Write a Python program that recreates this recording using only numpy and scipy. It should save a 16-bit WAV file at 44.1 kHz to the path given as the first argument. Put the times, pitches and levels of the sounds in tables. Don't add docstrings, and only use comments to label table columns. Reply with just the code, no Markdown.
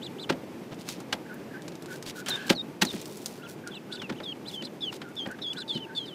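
import sys
import numpy as np
from scipy import signal
from scipy.fft import rfft, irfft
from scipy.io import wavfile

SR = 44100
rng = np.random.default_rng(int(sys.argv[2]) if len(sys.argv) > 2 else 0)


def generate_wav(sig):
    pcm = np.round(np.clip(np.atleast_2d(sig).T, -1, 1) * 32767).astype(np.int16)
    wavfile.write(sys.argv[1], SR, pcm)


N = 270774


def amp(db):
    return 10 ** (np.asarray(db) / 20)


def unit(x):
    return x / np.sqrt(np.mean(x ** 2) + 1e-20)


def read(points, hz):
    f, value = np.transpose(points)
    return np.interp(np.log(hz + 1), np.log(f), value)


def add(mix, start, sound):
    part = mix[max(round(start * SR), 0):][:len(sound)]
    part += sound[:len(part)]


def colour(x, spectrum, tilt_db=0):
    hz = np.fft.rfftfreq(len(x), 1 / SR)
    gain = amp(read(spectrum, hz) + tilt_db * np.log2(np.maximum(hz, 700)))
    return irfft(rfft(x) * unit(gain), len(x))


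def wander(n, hz):
    padded = n + SR // 10
    f = np.fft.rfftfreq(padded, 1 / SR)
    return unit(irfft(rfft(rng.standard_normal(padded)) / (1 + (f / hz) ** 4)))[:n]


def grit(n, spread_db, hz):
    return unit(rng.standard_normal(n) * amp(spread_db * np.clip(wander(n, hz), -2, 2)))


def ring(tones, t):
    return sum(amp(db - 60 * t / fade) * np.sin(2 * np.pi * (hz * rng.uniform(1, 1.015) * t + rng.random()))
               for hz, db, fade in tones)


def outdoors():
    # frequency in Hz, level in dB.
    rumble_tone = [(15, -58), (25, -49), (145, -0.5), (354, 0.5), (714, -12.5), (887, -12), (1020, -17),
                   (1560, -20), (1700, -21), (2350, -21.5), (4250, -30), (4740, -29.5), (9070, -37),
                   (14800, -37.5), (16000, -74.5)]
    t = np.arange(N) / SR
    level_db = -41.5 - .45 * t + .8 * wander(N, 14)
    out = amp(level_db) * colour(rng.standard_normal(N), rumble_tone)
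    n = int(.58 * SR)
    whine_hz = 893 * (1 + .0059 * wander(n, 30))
    whine = np.sqrt(2) * np.sin(2 * np.pi * np.cumsum(whine_hz) / SR)
    add(out, start=5.52, sound=amp(-54) * whine * signal.windows.tukey(n, .6))
    return out


def syrinx(hz, second_db, second_ratio, octave_db, jitter, flutter_db, edge):
    n = len(hz)
    phase = 2 * np.pi * np.cumsum(hz * (1 + jitter * wander(n, 350) + .006 * wander(n, 45))) / SR
    second_phase = 2 * np.pi * np.cumsum(hz * second_ratio * (1 + .028 * wander(n, 700))) / SR
    octave = amp(octave_db + 2.5 * wander(n, 40)) * signal.windows.tukey(n, .6) * np.sin(2 * phase)
    rasp = amp(-5) * wander(n, 1300) * np.sin(.5 * (phase + second_phase))
    hiss = amp(-11) * wander(n, 2500) * np.sin(phase + second_phase)
    tone = np.sin(phase) + octave + amp(second_db) * (np.sin(second_phase) + rasp + hiss)
    flutter = amp(flutter_db * wander(n, 85))
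    return np.sqrt(2) * tone * flutter * signal.windows.tukey(n, edge)


def low_whistles():
    # start and length in seconds, pitch of the dip in Hz, lift as a share of it, level in dB.
    whistles = [(1.249, 0.13, 1440, 0.2, -37.5), (1.503, 0.112, 1527, 0.14, -40),
                (1.876, 0.095, 1458, 0.086, -38), (2.149, 0.086, 1430, 0.057, -38),
                (3.389, 0.13, 1380, 0.086, -44), (3.631, 0.097, 1400, 0.16, -38.5),
                (3.895, .1, 1444, 0.053, -44), (5.022, 0.104, 1370, 0.088, -44),
                (5.268, 0.091, 1464, 0.15, -35), (5.543, 0.091, 1445, .1, -37.5),
                (5.861, 0.101, 1503, 0.109, -40)]
    out = np.zeros(N)
    for start, length, dip_hz, lift, db in whistles:
        place = np.linspace(-1, 1, int(length * SR))
        hz = dip_hz * (1 + lift * np.sin(np.pi * abs(place) ** 1.26) ** 2)
        voice = syrinx(hz, second_db=-11, second_ratio=1.14, octave_db=-30,
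                       jitter=.026, flutter_db=2.6, edge=.3)
        level_db = db - 65 * np.log2(hz / dip_hz) + place ** 2
        add(out, start, amp(level_db) * voice)
    return out


def door_rubs():
    # start and length in seconds, level in dB, brightness in dB per octave.
    strokes = [(0.711, 0.032, -40.5, -6.5), (0.78, 0.059, -50, 2), (0.819, 0.18, -50.5, 2),
               (0.87, 0.073, -40, 3), (1.873, 0.13, -50, 5.5), (2.049, 0.075, -39.5, 1.5),
               (2.142, 0.087, -46.5, 5.5), (2.457, 0.034, -44.5, 6), (2.818, 0.26, -46, 2),
               (2.948, 0.53, -51.5, 6.5), (3.463, 0.098, -49.5, 8), (4.467, .12, -51, 4),
               (4.907, 0.08, -48.5, 2.5)]
    # frequency in Hz, level in dB.
    rub_tone = [(300, -5), (1200, -13.5), (2400, -6), (3700, -4), (5500, -9), (8500, -16), (12000, -22),
                (15500, -26)]
    out = np.zeros(N)
    for start, length, db, tilt_db in strokes:
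        n = int(length * SR)
        rub = colour(grit(n, spread_db=4, hz=327), rub_tone, tilt_db)
        add(out, start, amp(db) * rub * signal.windows.tukey(n, .7))
    return out


def rattles():
    # start and end in seconds, ticks per second, level in dB, brightness in dB per octave.
    handling = [(0.776, 1.1, 10, -32.5, -5.5), (1.62, 2.0, 12.6, -34, -6.5), (2.919, 3.32, 24, -32.5, 5),
                (5.079, 5.36, 12, -39, 2)]
    ticks = []
    for start, end, rate, db, tilt_db in handling:
        for moment in np.arange(start, end, 1 / rate):
            late, size, bright = rng.uniform(-1, 1, 3)
            ticks.append((moment + .5 * late / rate, db + 4.5 * size, tilt_db + 3 * bright))
    return ticks


def door_ticks():
    # start in seconds, level in dB, brightness in dB per octave.
    clear_ticks = [(0.8883, -17, -4), (1.3423, -32, 13), (1.681, -26, -5.5), (1.7197, -31.5, -9),
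                   (1.823, -31, -1), (2.0255, -24, -4), (2.261, -27.5, 0), (2.2848, -12.5, -3),
                   (2.2947, -18, 4), (2.3574, -23.5, -6.5), (2.4815, -26, -4), (2.8506, -16, -3),
                   (3.057, -28, -2), (3.259, -15, -1), (3.674, -25, -3.5), (5.5326, -27.5, -4.5)]
    # frequency in Hz, level in dB.
    wire_tone = [(300, -16.5), (1200, -6), (2500, -3.5), (4000, 5), (6500, 5), (9000, 2.5), (12000, -3.5),
                 (15500, -7.5)]
    out, t = np.zeros(N), np.arange(SR // 10) / SR
    contact, buzz = 2.2 * np.exp(-t / .0005), amp(-60 * t / .051)
    for start, db, tilt_db in clear_ticks + rattles():
        burst = np.pad((contact + buzz) * rng.standard_normal(len(t)), SR // 500)
        add(out, start - .0015, amp(db - 15) * colour(burst, wire_tone, tilt_db))
    return out


def door_drag():
    # frequency in Hz, level in dB.
    grind_tone = [(100, -23), (300, -37), (850, 0), (1200, -2.5), (1600, 3), (2000, -5), (2400, 0),
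                  (3100, 3), (4500, -7), (8000, -14.5), (15000, -25)]
    start, end, squeal_rise = 2.26, 2.505, .051
    out, t = np.zeros(N), np.arange(0, end - start, 1 / SR)
    n = len(t)
    grind = amp(-36.5 - 62 * t) * colour(grit(n, spread_db=1, hz=250), grind_tone)
    flicker = np.sqrt(2) * wander(n, 105)
    squeal_hz = 1610 * (1 + .029 * wander(n, 77))
    squeal = flicker * np.sin(2 * np.pi * np.cumsum(squeal_hz) / SR)
    squeal_gain = amp(-36 - 55 * t) * np.minimum(t / squeal_rise, 1) ** 2
    add(out, start, (grind + squeal_gain * squeal) * signal.windows.tukey(n, .03))
    return out


def shell_knocks():
    # time in seconds, crack and boom levels in dB, brightness in dB per octave, boom pitch in Hz.
    knocks = [(.299, -19, -19, -3, 330), (1.1272, -20, -32, -.5, 333), (2.2865, -32, -46, -6, 850),
              (2.5011, -12.5, -13.5, 0.5, 380), (2.8209, -12, -20, 1.5, 226),
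              (2.935, -39, -25.5, -3.5, 200), (4.0185, -32.5, -33.5, -1.5, 197),
              (4.0985, -29.5, -25, -3.5, 234), (4.202, -35.5, -36, -5.5, 390),
              (4.623, -36.5, -36.5, -0.5, 300), (4.926, -36, -58, -0.5, 301), (5.017, -34, -48, -3, 300),
              (5.2618, -31.5, -28.5, -6.5, 232), (5.388, -38, -49, -6.5, 400), (5.7505, -44, -26, 1, 198.5)]
    # frequency in Hz, level in dB.
    crack_tone = [(40, -52), (120, -3), (400, -5.5), (800, 1), (1600, 5), (2400, 4), (3700, 4),
                  (5500, -1.5), (8000, -10.5), (15000, -24)]
    # frequency in Hz, fade time in seconds.
    crack_fades = [(300, 0.28), (1000, 0.055), (3000, 0.042), (7000, 0.041), (15000, 0.072)]
    # pitch in Hz, level in dB.
    panel_tones = [(560, -14), (850, 3.5), (1350, 3), (1600, 0), (1740, -11), (1880, 0.5), (2340, -21),
                   (2975, 0), (3330, 2.5), (4500, -5), (5200, -13)]
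    # pitch in Hz, level in dB, fade time in seconds.
    shell_tones = [(129.5, -19, 0.22), (170, -10, 0.13), (207.5, -1.5, 0.073), (253, -13.5, 0.19),
                   (324, -3.5, 0.066), (373, 1, 0.041), (533, -0.5, 0.045), (810, -10, 0.057)]
    # boom level in dB, swell time in seconds.
    scrape_times = [(-30, 0.0013), (-29, 0.0035)]
    out, t = np.zeros(N), np.arange(SR // 4) / SR
    bounce_s, bounce_db, panel_fade_s = .025, -15, .06
    crack_rise, boom_rise = 1 - np.exp(-(t / .0006) ** 2), 1 - np.exp(-(t / .0061) ** 2)
    bounces = [(start + bounce_s, boom_db + bounce_db, boom_db + bounce_db, tilt_db, boom_hz)
               for start, _, boom_db, tilt_db, boom_hz in knocks]
    for start, crack_db, boom_db, tilt_db, boom_hz in knocks + bounces:
        noise = colour(grit(len(t), spread_db=2, hz=860), crack_tone, tilt_db)
        band_hz, age, bands = signal.stft(noise, SR, nperseg=128)
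        fading = amp(-60 * age / read(crack_fades, band_hz)[:, None])
        crack = signal.istft(bands * fading, SR, nperseg=128)[1][:len(t)]
        panels = amp(-17.5) * ring([(hz, db, panel_fade_s) for hz, db in panel_tones], t)
        add(out, start, amp(crack_db) * (crack + panels) * crack_rise)
        snap = colour(signal.unit_impulse(len(t), "mid"), crack_tone, tilt_db)
        add(out, start - t[len(t) // 2], amp(crack_db + 10) * snap)
        swell_s = np.interp(boom_db, *np.transpose(scrape_times))
        before = t[:int(swell_s * 2 * SR) + 2]
        friction = colour(rng.standard_normal(len(t)), crack_tone, tilt_db) * crack_rise
        scrape = friction[:len(before)] * np.exp(-before / swell_s)
        add(out, start - before[-1], amp(crack_db - 3) * scrape[::-1])
        boom_tones = [(hz, db - 5 * np.log2(hz / boom_hz) ** 2, fade) for hz, db, fade in shell_tones]
        add(out, start, amp(boom_db + 6.5) * ring(boom_tones, t) * boom_rise)
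    return out


def carrier(peeps):
    # delay in seconds, level in dB.
    wall_echoes = [(.0011, -13), (.0023, -14), (.0037, -17)]
    # pitch in Hz, width in Hz, level in dB.
    air_tones = [(3278, 23, -10.5), (3485, 20, -17), (3940, 21, -37), (4110, 78, 3)]
    t, fade_s = np.arange(SR // 10) / SR, .028
    tail = rng.standard_normal(len(t)) * amp(-60 * t / fade_s) * (t > .001)
    echo = amp(-10) * tail / np.linalg.norm(tail)
    echo[0] = 1
    for delay, db in wall_echoes:
        add(echo, delay, amp([db]))
    ringing = sum(amp(db) * signal.lfilter(*signal.iirpeak(hz, hz / width, fs=SR), peeps)
                  for hz, width, db in air_tones)
    return signal.oaconvolve(peeps + ringing, echo)[:N]


def sliding_peeps():
    # start and length in seconds, high and low pitch in Hz, when the slide is lowest, level
    # in dB, when the voice is full, hoarseness in dB, last drop as a share of the pitch.
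    peeps = [(2.297, 0.064, 4480, 3580, 0.56, -25.5, 0.091, -14, 0.07),
             (2.548, .071, 4840, 3680, .72, -29, 0.45, -8.5, 0.01),
             (2.86, 0.054, 4580, 3590, 0.95, -33.5, 0.14, -18, 0),
             (3.709, 0.079, 3620, 2530, 1.31, -42, 0.11, -19, 0.05),
             (3.977, 0.098, 3890, 2530, 1.08, -40.5, 0.17, -12, 0.1),
             (4.231, 0.1, 3970, 3253, 0.64, -30.5, .4, -9, 0.34),
             (4.523, 0.095, 3630, 3110, 0.67, -32.5, 0.23, -18, 0.18),
             (4.805, 0.1, 3880, 2730, 1.4, -28.5, 0.25, -10.5, .04),
             (5.163, .094, 3880, 3146, .67, -27.5, 0.28, -13, 0),
             (5.414, .12, 4010, 3296, 0.55, -26.5, 0.4, -11, 0.39),
             (5.676, .11, 3930, 2990, 1.05, -29.5, 0.14, -5, 0.05),
             (5.778, 0.078, 3400, 2960, 0.9, -40, 0.27, -5.5, 0.2),
             (5.948, .112, 3790, 3187, 0.76, -29, 0.2, -1.5, 0.13),
             (6.053, 0.095, 4330, 2990, 0.9, -41.5, 0.23, 2, 0.1)]
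    out = np.zeros(N)
    for start, length, high_hz, low_hz, low_at, db, full_at, hoarse_db, drop in peeps:
        progress = np.linspace(0, 1, int(length * SR))
        t = progress * length
        rebound = np.where(progress < low_at, 1, .5)
        slide = (1 - np.sin(np.pi / 2 * progress / low_at)) * rebound
        scoop_up = 1 - .098 * np.exp(-t / .00376)
        last_drop = 1 - drop * np.exp((t - length) / .005)
        hz = (low_hz + (high_hz - low_hz) * slide) * scoop_up * last_drop
        hoarse = np.exp(-(progress / .3) ** 2)
        ratio = np.interp(hoarse_db, [-12, -6], [1.48, 1.24])
        voice = syrinx(hz, second_db=hoarse_db - 1.5 - 19 * (1 - hoarse), second_ratio=ratio,
                       octave_db=-31, jitter=.0029 + .04 * hoarse, flutter_db=1.7, edge=.09)
        since_full = t - full_at * length
        catch_db = -3 * np.exp(-t / .0096)
        opening_db = -10.5 * .5 * (1 - np.tanh(since_full / .0074))
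        fade_db = -103 * np.maximum(since_full, 0)
        add(out, start, voice * amp(db + catch_db + opening_db + fade_db))
    return out


def arched_peeps():
    # start and length in seconds, top pitch in Hz, level in dB, second voice in dB.
    peeps = [(0.009, 0.079, 3990, -42.5, -12), (0.176, 0.081, 4070, -40.5, -12),
             (3.409, 0.074, 3360, -49, -12), (3.729, 0.056, 4010, -44, -27),
             (3.907, 0.075, 3990, -41.5, -1), (4.145, 0.061, 3310, -53, -15),
             (4.448, 0.072, 4090, -43, -10), (4.621, 0.063, 4160, -42.5, -6),
             (5.549, 0.093, 4125, -40.5, -8.5), (5.71, 0.079, 4190, -39.5, -9)]
    out = np.zeros(N)
    for start, length, top_hz, db, second_db in peeps:
        place = np.linspace(-1, 1, int(length * SR))
        hz = top_hz * (1 - .5 * np.sin(place * 1.1) ** 2)
        voice = syrinx(hz, second_db - 4 * place ** 2, second_ratio=1.19, octave_db=-18,
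                       jitter=.015, flutter_db=2.6, edge=.4)
        add(out, start, amp(db + 2 * place - 5.5 * place ** 2) * voice)
    return out


def scene():
    peeps = amp(-2.5) * (sliding_peeps() + arched_peeps())
    brood = carrier(peeps) + amp(-5.5) * low_whistles()
    return (brood + shell_knocks() + door_rubs() + door_ticks() + door_drag() + outdoors())[None]


def record(dry):
    treble_cut = signal.firwin(301, 15600, window=("kaiser", 8), fs=SR)
    return signal.oaconvolve(dry, treble_cut[None], "same")


dry = scene()
out = record(dry)
generate_wav(out)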